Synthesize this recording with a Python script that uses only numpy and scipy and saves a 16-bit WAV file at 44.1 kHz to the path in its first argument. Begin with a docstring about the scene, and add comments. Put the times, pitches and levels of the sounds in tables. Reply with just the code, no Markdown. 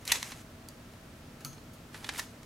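"""A steel hand punch bites through a card and a plastic bag, close to the microphone in a small room.
The card creaks, gives way with a snap and scrapes off the pin; the punch ticks and is laid aside with a clink.
Then fingers pick up the card, and the bag rustles and pops."""
import sys
import numpy as np
from scipy import signal
from scipy.fft import rfft, irfft
from scipy.io import wavfile
from scipy.ndimage import uniform_filter1d

SR = 44100
rng = np.random.default_rng(int(sys.argv[2]) if len(sys.argv) > 2 else 0)


def wrap_up_sound(samples):
    """Save the sound to the file named by the first command line argument, as 16-bit audio."""
    columns = np.atleast_2d(samples).T
    # keep every value between -1 and 1, then stretch to whole-number steps
    tamed = np.clip(columns, -1, 1)
    steps = np.round(tamed * 32767).astype(np.int16)
    wavfile.write(sys.argv[1], SR, steps)


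N = 108045

# punch clicks (s, level dB, tilt dB per octave, t60 s, strongest resonance Hz)
CLICKS = [(0.052, -43, 3.5, 0.031, 9800), (0.0768, -32, 4.2, 0.022, 4400), (.1184, -20.5, 1, 0.022, 2520), (.1204, -19.5, 0.1, 0.027, 11900),
          (0.1567, -34.5, -3, 0.0062, 4000), (0.2282, -32, -0.5, 0.0086, 1100), (0.3194, -39.5, -3.3, 0.036, 900)]
CLICK_COLOUR = [(200, -22), (600, -15.5), (970, -5.5), (1230, -10), (2000, 2), (3050, -5.5), (4000, 1), (4900, -6), (6300, -3), (9000, -10.5), (11500, -9), (15500, -26)]  # (Hz, dB)
# steel jaws and handles, damped by the hand (Hz, dB, t60 s)
JAWS = [(1950, 1, .09), (2077, -2, .16), (2620, 1, .09), (3170, -4, .07), (3565, -3, .11), (4122, -1, .08), (5233, -2, .07),  # fixed
        (5870, -6, .14), (6090, -2, .12), (6280, -2, .09), (6540, -3, .1), (7870, -9, .11), (8540, -11, .14), (11660, -5, .04)]  # fixed
JAWS_DB = -8.5
# slips of the pin through the card (s, level dB)
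SLIPS = [(0.0897, -41), (0.0964, -36), (.1014, -36), (.1075, -34.5), (.1165, -31)]
# card and bag sliding on the jaws (s, level dB)
SCRAPE = [(.01, -60), (.05, -65), (.07, -46.5), (.092, -39.5), (.112, -44), (.135, -37), (.157, -38), (.19, -49.5), (.26, -48), (.312, -48), (.345, -57), (.415, -55), (.46, -97)]
SCRAPE_COLOUR = [(150, -19.5), (450, -3), (1200, -3), (2100, -0.5), (4500, -7), (6500, -3), (9500, -8.5), (12500, -10.5), (15500, -23)]  # (Hz, dB)
# light taps of the loose punch (s, level dB, tilt dB per octave, t60 s, strongest resonance Hz, ringing dB)
TAPS = [(0.6865, -44, 4.5, 0.012, 4600, -25), (0.936, -59, -5, 0.017, 4630, -20), (1.406, -49.5, -4.5, 0.095, 1620, -13), (1.4481, -36.5, 0, 0.011, 4520, -3.5),
        (1.4523, -42.5, -5.5, 0.065, 1300, -17), (1.53, -52, -3, .04, 6000, -20), (1.58, -52.5, -9.5, 0.032, 4340, -25), (1.734, -54, 8, 0.096, 4500, -5)]
TAP_COLOUR = [(300, -29), (1300, -12.5), (2000, -14.5), (2800, -5.5), (3700, -12.5), (4500, -7), (5400, -8.5), (6600, -3.5), (7500, -7.5), (9800, -8.5), (11500, -7), (15500, -23)]  # (Hz, dB)
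# the steel ringing freely (Hz, dB, t60 s)
RING = [(1303, -4, .27), (3400, -12, .3), (4167, -9, .35), (6153, -3, .36), (6621, 1, .22), (8716, -10, .35), (9367, -11, .35),  # fixed
        (10917, -7, .2), (11170, -8, .26), (11466, -6, .22), (11989, -4, .27), (13480, -8, .28), (14260, -11, .22), (15202, -5, .19)]  # fixed
# pops of the bag (s, level dB, tilt dB per octave, t60 s, strongest resonance Hz)
POPS = [(1.9435, -40, -1.5, 0.056, 1570), (2.0438, -37.5, 0.7, 0.031, 3550), (2.067, -47, 3, 0.022, 3500), (2.0899, -29, -0.5, 0.03, 780), (2.145, -43.5, -3, 0.031, 2200),
        (2.159, -42.5, -0.5, 0.018, 2000), (2.1941, -30.5, 3.3, 0.032, 1780), (2.431, -52.5, 4, 0.017, 1300)]
POP_COLOUR = [(200, -19), (600, -17), (840, -3), (1300, -9), (1850, 1), (2900, -5), (3700, -5), (6000, -9), (11000, -19.5), (15500, -38)]  # (Hz, dB)
# fingers and card rubbing over the bag (s, level dB, tilt dB per octave)
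RUSTLE = [(1.929, -61, -1), (1.959, -50, -1.5), (2.0, -58, 0), (2.035, -51.5, -2.5), (2.075, -51, -1.5), (2.11, -57, -1.5), (2.15, -46.5, -0.5), (2.173, -47, -0.5),
          (2.181, -38.5, 1.5), (2.195, -32, -0.5), (2.212, -59, 0), (2.235, -50, -1), (2.27, -67, 2), (2.361, -63, -4.5)]
RUSTLE_COLOUR = [(200, -11.5), (800, 2), (2000, 1), (4000, -0.5), (7000, -2.5), (11500, -3.5), (15500, -15)]  # (Hz, dB)
AIR = [(20, -16), (36, -2), (55, -6.5), (90, -1.5), (145, -1.5), (200, -6), (290, -6), (390, -11.5), (630, -13.5), (780, -16.5), (1400, -18), (2700, -23), (6000, -28), (15500, -37)]  # (Hz, dB per Hz)
AIR_DB = -50.5
AIR_SAME = [(100, 1), (250, 1), (500, 0.75), (2000, 0.29), (8000, 0.41), (13000, 1)]  # (Hz, left-right likeness)
ROOM_T60 = [(300, 0.27), (2000, 0.23), (7000, 0.32), (15000, 0.18)]  # (Hz, s)
EDGE_HZ = 15900  # fixed
SLIP_COLOUR, SLIP_T60, SLIP_HZ = [(300, -24), (1400, -4), (2500, 4), (3300, 2.5), (4500, -18), (15000, -23)], 0.014, 2450  # (Hz, dB), s, Hz
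# steady tones of the ventilation (Hz, dB)
HUM = [(240, -60), (646, -69.5), (1330, -74.5)]
HUM_HZ = None
HUM_DB = None
CONTACT_RISE_S = 0.00025
ROOM_DB, ROOM_DELAY_S, TABLE_DB = -12, 0.0046, -12
TABLE_T60 = .02  # fixed
THUD_S, THUD_DB, THUD_HZ, THUD_T60 = 1.45, -47, 141, 0.45


def amp(db):
    """Decibels to gain."""
    return 10 ** (np.asarray(db) / 20)


def evened(x):
    """Scales to rms 1."""
    return x / np.sqrt(np.mean(x ** 2) + 1e-20)


def blow(x):
    """Scales a hit to the energy of 5 ms at rms 1."""
    return x * np.sqrt(.005 * SR / np.sum(x ** 2))  # fixed


def read(points, hz):
    """Reads a spectrum on a log-frequency axis."""
    f, value = np.transpose(points)
    return np.interp(np.log(hz + 1), np.log(f), value)


def add(mix, s, sound):
    """Mixes a sound in at a time."""
    part = mix[round(s * SR):][:len(sound)]
    part += sound[:len(part)]


def colour(x, points, tilt=0, size=2048):
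    """Causal filter with the given spectrum, tilted in dB per octave."""
    hz = abs(np.fft.fftfreq(size, 1 / SR))
    log_gain = np.log(amp(read(points, hz) + tilt * np.log2(np.maximum(hz, 500) / 3000)))  # fixed
    taps = np.fft.ifft(np.exp(np.conj(signal.hilbert(log_gain)))).real
    return signal.fftconvolve(x, taps[:size // 2])[:len(x)]


def crack(points, tilt, t60, peak_hz, peak_db=7, q=7, size=4096, count=70):
    """A contact that dies in milliseconds: dense, heavily damped modes, one of them standing out."""
    t = np.arange(size) / SR
    fade = amp(-60 * t / t60) * (1 - np.exp(-(t + 1 / SR) / CONTACT_RISE_S))
    z = rfft(rng.choice([-1., 1.], size) * np.sqrt(fade))
    z /= np.sqrt(uniform_filter1d(abs(z) ** 2, count))
    body = colour(irfft(z) * np.sqrt(fade), points, tilt)
    return blow(body + (amp(peak_db) - 1) * signal.lfilter(*signal.iirpeak(peak_hz, q, SR), body))


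def ring(modes):
    """Dying sines of a struck piece of steel."""
    t = np.arange(SR // 2) / SR
    return blow(sum(amp(db - 60 * t / t60) * np.sin(2 * np.pi * (hz * t + rng.random())) for hz, db, t60 in modes))


def friction(curve, points, tilt, per_s, spread_db, hiss_db):
    """Tiny catches of uneven size over a smooth hiss, under a level curve."""
    size = amp(spread_db * np.minimum(rng.exponential(1, N), 4))  # fixed
    catches = evened(size * rng.choice([-1, 1], N) * (rng.random(N) < per_s / SR))
    drive = catches + amp(hiss_db) * rng.standard_normal(N)
    s, db = np.transpose(curve)[:2]
    return evened(colour(drive, points, tilt)) * amp(np.interp(np.arange(N) / SR, s, db, left=-120, right=-120))


def punch():
    """The pin slips through the card, snaps home, scrapes and springs back."""
    out = friction(SCRAPE, SCRAPE_COLOUR, 0, per_s=2800, spread_db=1.5, hiss_db=-1)
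    for s, db in SLIPS:
        add(out, s, amp(db) * crack(SLIP_COLOUR, 0, SLIP_T60, SLIP_HZ, q=2.7))
    for s, db, tilt, t60, hz in CLICKS:
        add(out, s, amp(db) * crack(CLICK_COLOUR, tilt, t60, hz))
        add(out, s, amp(db + JAWS_DB) * ring(JAWS))
    return out


def laid_aside():
    """The loose punch ticks, and rings when it meets the table, which answers with a soft thud."""
    out = np.zeros(N)
    for s, db, tilt, t60, hz, ring_db in TAPS:
        add(out, s, amp(db) * crack(TAP_COLOUR, tilt, t60, hz, peak_db=13.5, q=18))
        add(out, s, amp(db + ring_db) * ring(RING))
    t = np.arange(SR // 2) / SR
    add(out, THUD_S, amp(THUD_DB - 60 * t / THUD_T60) * np.sin(2 * np.pi * THUD_HZ * t))
    return out


def bag():
    """The film rustles, brighter as the card slides faster, and buckles in short pops."""
    rub = friction(RUSTLE, RUSTLE_COLOUR, 0, per_s=2000, spread_db=8, hiss_db=3)
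    hz, t, z = signal.stft(rub, SR, nperseg=256)  # fixed
    s, _, tilt = np.transpose(RUSTLE)
    z *= amp(np.log2(np.maximum(hz, 500) / 4000)[:, None] * np.interp(t, s, tilt))  # fixed
    out = signal.istft(z, SR)[1][:N]
    for s, db, tilt, t60, hz in POPS:
        add(out, s, amp(db) * crack(POP_COLOUR, tilt, t60, hz))
    return out


def air():
    """Steady ventilation rumble with a faint hum and whine."""
    hz = np.fft.rfftfreq(N, 1 / SR)
    a, b = rfft(rng.standard_normal((2, N))) * amp(read(AIR, hz))
    same = np.clip(read(AIR_SAME, hz), -1, 1)
    mid, side = a * np.sqrt(1 + same), b * np.sqrt(1 - same)
    hum = sum(amp(db) * np.sqrt(2) * np.sin(2 * np.pi * tone_hz * np.arange(N) / SR) for tone_hz, db in HUM)
    return amp(AIR_DB) * evened(irfft([mid + side, mid - side], N)) + hum


def room(x, width=0.5):
    """Quick reflections off the table widen each click; a short room tail follows."""
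    t = np.arange(SR // 2) / SR
    hz, frame_s, z = signal.stft(rng.standard_normal((2, len(t))), SR, nperseg=256)  # fixed
    tail = signal.istft(z * amp(-60 * frame_s / read(ROOM_T60, hz)[:, None]), SR)[1][:, :len(t)] * (t > ROOM_DELAY_S)
    mid, side = amp(ROOM_DB) * tail / np.linalg.norm(tail[0])
    table = rng.standard_normal(len(t)) * amp(-60 * t / TABLE_T60)
    side = width * side + amp(TABLE_DB) * table / np.linalg.norm(table)
    return x + signal.fftconvolve(x[None], np.array([mid + side, mid - side]), axes=1)[:, :N]


def scene():
    """Punch and bag in the room."""
    return room(punch() + laid_aside() + bag()) + air()


def record(dry):
    """The recorder's band limit."""
    return signal.oaconvolve(dry, signal.firwin(511, EDGE_HZ, window=("kaiser", 9), fs=SR)[None], "same")  # fixed


dry = scene()
out = record(dry)
wrap_up_sound(out)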